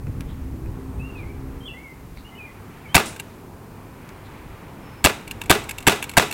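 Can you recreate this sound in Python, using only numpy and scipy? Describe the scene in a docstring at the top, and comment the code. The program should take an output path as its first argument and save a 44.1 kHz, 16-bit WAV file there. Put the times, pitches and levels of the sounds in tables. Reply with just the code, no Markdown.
"""Five sharp cracks of a CO2 blowback airsoft pistol in a driveway, close to the microphone: one, then four.
Each shot layers a hammer click, a gas blast of noise and barrel modes, and two slide knocks of noise and modes.
It overloads the microphone and echoes as decaying noise off house walls and a ringing garage.
Clusters of trigger clicks fall between shots, with dry handling snaps and a hiss trailing the first shot.
Birds whistle in sine glides and rasp in noise; noise wind rumbles at first; engine and traffic hum far away."""
import sys
import numpy as np
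from scipy import signal
from scipy.fft import rfft, irfft
from scipy.io import wavfile
from scipy.ndimage import uniform_filter1d

SR = 44100
rng = np.random.default_rng(int(sys.argv[2]) if len(sys.argv) > 2 else 0)


def unload_audio(sound):
    """Save the sound as a 16-bit wav file, at the path given as the first command line argument."""
    columns = np.transpose(np.atleast_2d(sound))
    # keep every value between -1 and 1, then stretch to whole-number steps
    steps = np.round(np.clip(columns, -1, 1) * 32767)
    wavfile.write(sys.argv[1], SR, steps.astype(np.int16))


N = 279153
TIME = np.arange(N) / SR
AGE = TIME[:SR * 2 // 5]  # seconds since a hit, for sounds of 0.4 s

# Colour of a slide knock and of the wall slaps. Each row: frequency in Hz, relative gain in dB.
KNOCK_COLOUR = [(250, -21), (600, 2.5), (950, 0), (2700, -5.5), (4500, -11.5), (8000, -19), (15000, -24)]
# Colour of sound scattered round the yard. 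Each row: frequency in Hz, relative gain in dB.
YARD_COLOUR = [(47, -42), (80, -13), (343, -6.5), (418, -13), (532, -10), (791, -9.5), (1500, -12.5),
               (1670, -14.5), (1870, -17), (2540, -12), (3170, -18), (3700, -15), (4410, -24),
               (7830, -23.5), (15500, -37)]


def undb(db):
    """Decibels to amplitude gain."""
    return 10 ** (np.asarray(db) / 20)


def unit(x):
    """Scale to rms 1."""
    return x / np.std(x)


def noise(spectrum, size):
    """Noise of rms 1, coloured by rows of Hz and dB and falling away beyond the end points."""
    hz, db = np.transpose(spectrum)
    f = np.maximum(np.fft.rfftfreq(size, 1 / SR), 1)
    gain = undb(np.interp(np.log(f), np.log(hz), db))
    gain = gain * np.minimum(f / hz[0], 1) ** 2 * np.minimum(hz[-1] / f, 1) ** 4
    return unit(irfft(rfft(rng.standard_normal(size)) * gain, size))


def band(x, lo_hz, hi_hz):
    """Band-pass filter."""
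    edges = [lo_hz, min(hi_hz, SR / 2 - 100)]
    return signal.sosfilt(signal.butter(2, edges, "band", fs=SR, output="sos"), x)


def fade(t60):
    """Exponential decay from the moment of a hit, down 60 dB after t60 seconds."""
    return np.exp(-np.log(1000) * AGE / t60)


def rise(seconds):
    """A contact builds up over a short time."""
    return 1 - np.exp(-(AGE / seconds) ** 2)


def walk(rate):
    """Smooth random drift of spread 1, with about `rate` new values a second."""
    k = int(SR / rate)
    steps = np.repeat(rng.standard_normal(N // k + 2), k)
    return unit(uniform_filter1d(steps, k))[:N]


def ring(modes, scatter_db, detune=0):
    """Modes struck together; every blow varies their levels, and their pitches by the fraction detune."""
    out = np.zeros(len(AGE))
    for hz, db, t60 in modes:
        level_chance, pitch_chance = rng.standard_normal(2)
        tone = np.sin(2 * np.pi * hz * (1 + detune * pitch_chance) * AGE)
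        out += undb(db + scatter_db * level_chance) * fade(t60) * tone
    return out


def add(track, s, sound):
    """Mix a sound into the track at time s."""
    i = max(int(s * SR), 0)
    track[i:i + len(sound)] += sound[:max(N - i, 0)]


def click(bright_db, tick_db=-3, tick_t60=0.011):
    """Metal parts meet: a gritty tick of noise and the ring of frame and slide."""
    # Ringing of frame and slide. Each row: frequency in Hz, relative level in dB, t60 in seconds.
    gun_modes = [(896, 3, 0.033), (1630, -0.5, 0.036), (2283, 3, 0.031), (2605, 2, 0.02),
                 (2860, -19.5, 0.01), (3590, -1, 0.022), (4230, -5, 0.026), (5070, -19.5, 0.035),
                 (6980, -7.5, 0.018), (7700, -3.5, 0.024), (11100, -4.5, 0.016), (12060, -7, 0.018)]
    # Colour of the tick. Each row: frequency in Hz, relative gain in dB.
    tick_colour = [(500, -25), (2700, -1.5), (5700, -9.5), (8000, -1.5), (9200, -6), (11500, -7),
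                   (15500, -13)]
    frame = .5 * ring(gun_modes, scatter_db=4.5, detune=0.025)
    tick = undb(tick_db + bright_db) * noise(tick_colour, len(AGE)) * fade(tick_t60)
    return (frame + tick) * rise(0.00049)


def blast(boom_db=8, boom_t60=0.025, barrel_db=4, jet_db=-12, open_s=.011,
          push_db=5, push_hz=150, push_t60=0.032):
    """The valve opens: a pressure swing, a turbulent bang, barrel ring, and a jet with a weaker hissing tail."""
    # Colours of the bang and of the gas jet. Each row: frequency in Hz, relative gain in dB.
    bang_colour = [(60, -5), (160, -6.5), (330, -4), (520, -6.5), (820, -1.5), (1200, -9.5), (1700, -4),
                   (3000, -5.5), (5500, -16), (9000, -21.5), (15000, -24.5)]
    jet_colour = [(300, -4), (1500, -11), (3000, -14), (5200, -6), (8000, 8), (15000, -7)]
    # Thump and ring of air in and around the barrel, kicked by the gas.
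    # Each row: frequency in Hz, relative level in dB, t60 in seconds.
    barrel_modes = [(75.6, -8.5, 0.061), (289, 0.5, 0.026), (690, -1.5, 0.022), (840, 0.5, 0.012),
                    (1545, -3, 0.021), (2195, -3.5, 0.021), (2900, -16, 0.014)]
    push = undb(push_db) * np.sin(2 * np.pi * push_hz * AGE) * fade(push_t60)
    boom = undb(boom_db) * noise(bang_colour, len(AGE)) * fade(boom_t60)
    barrel = undb(barrel_db) * ring(barrel_modes, scatter_db=3.5, detune=0.029)
    valve = np.exp(-(AGE / open_s) ** 4) + .3 * fade(0.12)
    jet = undb(jet_db) * noise(jet_colour, len(AGE)) * valve
    return (push + boom + barrel + jet) * rise(0.0011)


def knock(t60, body_db=-3, metal_db=-19):
    """The slide slams against a stop: a crack of noise, a low modal knock and a metal click."""
    # The slide's low knock. Each row: frequency in Hz, relative level in dB, t60 in seconds.
    slide_modes = [(379, -8.5, 0.037), (944, -6, 0.024), (1200, 1, 0.016), (1558, 0.5, 0.013),
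                   (1960, -6, 0.016), (2655, -3, 0.017), (3460, -4, 0.017)]
    crack = noise(KNOCK_COLOUR, len(AGE)) * fade(t60)
    body = undb(body_db) * ring(slide_modes, scatter_db=3.5)
    return (crack + body + undb(metal_db) * click(0)) * rise(0.00094)


def yard_echo(tail_db=-16.0, low_t60=0.39, high_t60=0.36, build_s=0.012, patchy_db=0.5,
              walls_db=-14, wall_t60=0.055, garage_db=-28.0, garage_s=.048):
    """The yard answers a shot: uneven scatter, blurred slaps from the walls and the ring of the garage."""
    # Distinct reflections. Each row: delay in seconds, level in dB relative to walls_db.
    wall_slaps = [(.027, -4), (0.0346, -8.5), (.045, -0.5), (.049, -8.5)]
    # The open garage ringing on. Each row: frequency in Hz, relative level in dB, t60 in seconds.
    garage_modes = [(229, -12, .25), (416, 8.5, 0.15), (618, -18, 0.14), (809, -11, 0.27), (1066, -10, .2),
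                    (1510, -19, .2), (1685, -2.5, 0.16), (1992, -5, 0.25), (2130, -4.5, 0.2)]
    scatter = noise(YARD_COLOUR, len(AGE)) * undb(patchy_db * walk(249.6)[:len(AGE)])
    low = band(scatter, 40, 5400)
    tail = (low * fade(low_t60) + (scatter - low) * fade(high_t60)) * rise(build_s)
    echo = np.zeros(N)
    add(echo, 0, undb(tail_db) * tail)
    for delay, db in wall_slaps:
        slap = noise(KNOCK_COLOUR, len(AGE)) * fade(wall_t60) * rise(0.0023)
        add(echo, delay, undb(walls_db + db) * slap)
    garage = ring(garage_modes, scatter_db=5.0, detune=0.0074) * rise(0.0055)
    add(echo, garage_s, undb(garage_db) * garage)
    return echo[:len(AGE)]


def shots(hammer_db=-6, swing_db=-19, rear_db=4, close_db=-8.5, change=0.56):
    """Hammer, blast, slide back, slide home; the yard's echo changes only partly as the hand moves."""
    # Each row: hammer fall in seconds, delay to the slide's rear stop in seconds,
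    # delay to its closing in seconds, blast gain in dB, echo gain in dB.
    firings = [(2.9449, 0.02, 0.033, 1, -0.5), (5.0420, 0.017, 0.027, -3.5, -3),
               (5.4972, 0.015, .0267, -1, -1.5), (5.8681, .0140, .0267, -4, 0),
               (6.1690, 0.013, .0265, -2.5, 0)]
    valve_lag_s = .005  # from the hammer's fall to the gas blast
    out, yard = np.zeros(N), yard_echo()
    for s, rear, close, db, echo_db in firings:
        # the sear lets go and the hammer swings
        add(out, s - .004, undb(swing_db) * click(0) * rise(0.006))
        add(out, s, undb(hammer_db) * click(bright_db=-2.0))
        add(out, s + valve_lag_s, undb(db) * blast())
        add(out, s + rear, undb(rear_db) * knock(t60=0.015))
        add(out, s + close, undb(close_db) * knock(t60=0.025))
        echo = (yard + change * yard_echo()) / np.hypot(1, change)
        add(out, s + valve_lag_s, undb(echo_db) * echo)
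    return out


def spurt(s=3.058, hiss_db=-35, t60=0.32, whistle_hz=9700, whistle_db=-46):
    """A brief hiss with a thin whistling edge of narrow noise trails the first shot, probably stray gas."""
    out = np.zeros(N)
    hiss = noise([(2000, -6), (5000, 0.5), (9000, 3), (12000, -10), (15000, -13)], len(AGE))
    edge = unit(band(rng.standard_normal(len(AGE)), whistle_hz - 200, whistle_hz + 200))
    swell = np.exp(-((AGE - .035) / 0.016) ** 2)
    add(out, s, undb(hiss_db) * hiss * fade(t60) + undb(whistle_db) * edge * swell)
    return out


def latch(level_db=-6, link_db=-8, rattle_db=-6, rattle_s=.003, slip_db=-17, slip_s=.004, yard_db=-31):
    """A trigger part slips, catches and bounces, ringing the linkage and scattering faintly round the yard."""
    # Ringing of the trigger's linkage. Each row: frequency in Hz, relative level in dB, t60 in seconds.
    link_modes = [(2690, -1.5, 0.043), (2680, -2.5, 0.036)]
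    out = np.zeros(N)
    bounce_s = slip_s + rng.uniform(.66, 1.5) * rattle_s
    for delay, db in ((0, slip_db), (slip_s, 0), (bounce_s, rattle_db)):
        linkage = undb(link_db) * ring(link_modes, scatter_db=5.0, detune=0.027)
        hit = click(0, tick_db=-1.5, tick_t60=0.027) + linkage
        add(out, delay, undb(level_db + db) * band(hit, 1220, 17000))
    add(out, slip_s, undb(yard_db) * noise(YARD_COLOUR, len(AGE)) * fade(1.0))
    return out[:len(AGE)]


def trigger(creep_db=-32, creep_s=.022, ease_db=-13, ease_s=0.043, count=2):
    """The finger eases off, the trigger clicks and resets; the next pull clicks and creeps in small ticks."""
    # The trigger let go. Each row: start in seconds, delay to the reset click in seconds,
    # gain of the first click in dB.
    releases = [(3.1584, 0.035, -31), (5.2731, 0.034, -27.5), (5.688, 0.018, -18), (6.022, 0.014, -17),
                (6.3074, .0133, -19)]
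    # The trigger pulled again, taking up its slack. Each entry: start in seconds.
    pulls = [5.4113, 5.779, 6.0898]
    reset_db, pull_db = -20, -21.5  # gains on a latch click
    out = np.zeros(N)
    for s, reset, db in releases:
        add(out, s - ease_s * rng.uniform(0.67, 1.6), undb(db + ease_db) * latch())
        add(out, s, undb(db) * latch())
        add(out, s + reset, undb(reset_db) * latch())
    for s in pulls:
        add(out, s, undb(pull_db) * latch())
        for delay in np.cumsum(creep_s * rng.uniform(0.92, 1.0, count)):
            add(out, s + delay, undb(creep_db) * latch())
    return out


def handling(t60=0.019, bounce_s=0.011, bounce_db=-10):
    """Small dry snaps of noise, each with a duller bounce, as the microphone and pistol are handled."""
    # Each row: start in seconds, level in dB, tilt above 3 kHz in dB.
    snaps = [(0.068, -33, -14), (0.2067, -28, 0), (0.659, -38.5, -10), (2.1715, -35.5, -7), (4.09, -36, 4)]
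    # Colour before the tilt. Each row: frequency in Hz, relative gain in dB.
    snap_colour = [(800, -2), (1600, 0), (2500, 4.5), (3400, -7), (7500, -10), (15000, -19)]
    out = np.zeros(N)
    for s, db, treble_db in snaps:
        colour = [(hz, d + treble_db * (hz > 3000)) for hz, d in snap_colour]
        snap = undb(db) * noise(colour, len(AGE)) * fade(t60) * rise(0.00068)
        add(out, s, snap)
        add(out, s + bounce_s, undb(bounce_db) * band(snap, 800, 3000))
    return out


def birds(song_db=0, waver=.011, taper=0.29, wet_db=-5.5, trees_t60=0.39, chirp_db=0):
    """Gliding sine whistles and short rasps of band noise, smeared by trees and houses."""
    # Whistled notes, each one bowed glide. Each row: start in seconds, length in seconds,
    # start pitch in Hz, middle pitch in Hz, end pitch in Hz, peak level in dB before flutter.
    notes = [(.8, .28, 8000, 8450, 9200, -69), (.985, 0.14, 2465, 2750, 2736, -43),
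             (1.145, 0.11, 2630, 2394, 2000, -42.5), (1.248, 0.075, 2100, 2240, 2340, -48),
             (1.58, .27, 8100, 8500, 9100, -70), (1.60, 0.075, 3090, 3150, 3200, -47),
             (1.655, .03, 3260, 3400, 3330, -42), (1.675, 0.047, 3180, 2676, 2880, -35.5),
             (1.732, 0.1006, 1970, 2135, 2300, -44), (1.825, 0.109, 2310, 2126, 2017, -44.5),
             (2.243, 0.058, 2800, 2920, 3100, -48), (2.309, 0.048, 2050, 2080, 2120, -53),
             (2.349, 0.036, 2850, 2980, 3080, -44.5), (2.375, 0.097, 2620, 2443, 2465, -40.5),
             (2.456, 0.056, 2300, 2020, 2110, -46), (2.83, 0.065, 2630, 2280, 2160, -50),
             (2.885, 0.053, 3020, 3065, 3130, -44), (4.798, 0.36, 5480, 5210, 5230, -63)]
    # Rasping chirps of a farther bird. Each row: time in seconds (the swell starts 15 ms ahead),
    # pitch in Hz, level in dB before the swell.
    chirps = [(0.281, 3500, -54.5), (1.16, 3840, -58), (2.16, 4170, -55), (4.239, 3880, -58)]
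    out = np.zeros(N)
    vibrato, flutter = 1 + waver * walk(170), undb(2.5 * walk(70))
    for s, length, start_hz, middle_hz, end_hz, db in notes:
        on = (TIME > s) & (TIME < s + length)
        curve = np.polyfit([0, .5, 1], [start_hz, middle_hz, end_hz], 2)
        glide = np.polyval(curve, (TIME[on] - s) / length)
        phase = 2 * np.pi * np.cumsum(glide * vibrato[on]) / SR
        envelope = signal.windows.tukey(len(phase), taper) * flutter[on]
        add(out, s, undb(song_db + db) * envelope * np.sin(phase))
    swell = np.hanning(int(.08 * SR))
    for s, hz, db in chirps:
        rasp = unit(band(rng.standard_normal(len(swell)), hz * 0.88, hz * 1.08))
        add(out, s - .015, undb(db + chirp_db) * swell * rasp)
    trees = rng.standard_normal(len(AGE)) * fade(trees_t60) * rise(0.0054)
    smear = signal.fftconvolve(out, trees / np.linalg.norm(trees))[:N]
    return out + undb(wet_db) * smear


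def wind(buffet_db=1.04):
    """Eddies buffet the microphone as low noise: a breeze that drops to a lull, and single gusts."""
    # Colour of the rumble. Each row: frequency in Hz, relative gain in dB.
    wind_colour = [(12, -44), (20, -1), (64, -0.5), (129, -3.5), (225, -14), (263, -11), (365, -25.5),
                   (397, -23.5), (600, -32.5), (780, -70), (1320, -120)]
    # Each row: gust centre in seconds, half length in seconds (down to 1/e), level in dB before buffeting.
    gust_list = [(0.085, 0.022, -27.5), (0.198, 0.033, -28), (0.532, 0.035, -31.5), (0.682, 0.019, -27),
                 (0.975, 0.03, -27), (2.12, 0.14, -39.5), (4.47, 0.087, -41), (5.605, .7, -44.5)]
    breeze_db, slacken_db_per_s = -31.5, -3
    lull_s, drop_s, lull_db = 1.685, 0.047, -58
    drop = (1 - np.tanh((TIME - lull_s) / drop_s)) / 2
    breeze = undb(breeze_db + slacken_db_per_s * TIME) * drop
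    gusts = [undb(db) * np.exp(-((TIME - s) / half) ** 2) for s, half, db in gust_list]
    strength = np.sqrt(breeze ** 2 + undb(lull_db) ** 2 + np.sum(np.square(gusts), axis=0))
    return noise(wind_colour, N) * strength * undb(buffet_db * walk(22))


def engine(waver=0.0049, flicker_db=3):
    """A far engine drones in sine harmonics of its firing rate, each fading in and out on its way."""
    # Each row: time in seconds, firing rate in Hz before the waver, gain on the harmonics in dB.
    course = [(0, 63.93, -50), (.6, 65.26, -40), (1.6, 66.98, -42), (1.8, 66.35, -50), (2.9, 63.6, -72)]
    # Each row: multiple of the firing rate, relative level in dB before the flicker.
    orders = [(1, 3.5), (2, -10.5), (3, -7.5), (4, -2), (5, -7), (6, -10), (7, -15.5)]
    s, hz, db = np.transpose(course)
    rate = np.interp(TIME, s, hz) * (1 + waver * walk(10.3))
    phase = 2 * np.pi * np.cumsum(rate) / SR
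    drone = sum(undb(d + flicker_db * walk(5.19)) * np.sin(k * phase) for k, d in orders)
    return undb(np.interp(TIME, s, db)) * drone


def traffic(road_db=1, tyres_db=-1, hum_hz=100.0, hum_db=-49.0, rumble_db=-52):
    """A low noise murmur, tyre noise that comes and goes, and a rough hum taking over as the engine fades."""
    # Colour of the murmur. Each row: frequency in Hz, relative gain in dB.
    road_colour = [(25, 1), (60, -1.5), (100, 1), (120, -3), (142, 2.5), (175, -0.5), (250, -0.5),
                   (335, -4.5), (390, -2.5), (470, -7.5), (590, -11.5), (950, -9.5), (4500, -34.5)]
    # Each row: time in seconds, murmur level in dB, tyre level in dB, both before trim and drift.
    course = [(0.0, -49.5, -59), (1.53, -48.5, -57.5), (1.85, -52, -60.5), (2.17, -52.5, -57.5),
              (3.09, -47.5, -50.5), (3.3, -50.5, -57.5), (3.58, -49, -60), (4.14, -47.5, -53.5),
              (5.0, -48, -52.5)]
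    s, low_db, high_db = np.transpose(course)
    road = noise(road_colour, N)
    # each level is set by the part of the noise that lies in a reference band
    road = band(road, 27, 1490) / np.std(band(road, 398, 1500))
    road = road * undb(road_db + np.interp(TIME, s, low_db) + walk(7))
    tyres = noise([(900, 3.0), (1600, 0.0), (2400, -1.0), (3300, -10.5), (4500, -17.5)], N)
    tyres = tyres / np.std(band(tyres, 1420, 2520))
    tyres = tyres * undb(tyres_db + np.interp(TIME, s, high_db) + 0.98 * walk(9.3))
    hum_phase = 2 * np.pi * np.cumsum(hum_hz * (1 + 0.0147 * walk(9))) / SR
    hum = np.sin(hum_phase) * undb(hum_db + 2 * walk(12))
    rumble = undb(rumble_db) * unit(band(rng.standard_normal(N), 89, 155))
    return road + tyres + (hum + rumble) * np.interp(TIME, [2, 2.6], [0, 1])


def microphone_hiss(level_db=-58.5):
    """The microphone's own steady noise."""
    # Each row: frequency in Hz, relative gain in dB.
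    hiss_colour = [(1500, -2), (4000, -0.5), (8000, -1), (12000, -1), (15000, -0.5)]
    return undb(level_db) * noise(hiss_colour, N)


def scene():
    """Everything reaches one microphone, which adds its own hiss; both channels are alike."""
    pistol = shots() + spurt() + trigger() + handling()
    background = birds() + wind() + engine() + traffic()
    mono = pistol + background + microphone_hiss()
    return np.array([mono, mono])


def record(dry, ceiling=0.59, edge=0.093):
    """The microphone flattens the blasts; the recorder lifts the treble a little and cuts the top."""
    top_hz = 15900
    flat = dry / (1 + (dry / ceiling) ** 8) ** (1 / 8)
    crisp = flat + edge * np.diff(flat, prepend=0)
    return signal.sosfilt(signal.ellip(8, .2, 70, top_hz, fs=SR, output="sos"), crisp)


dry = scene()
out = record(dry)
unload_audio(out)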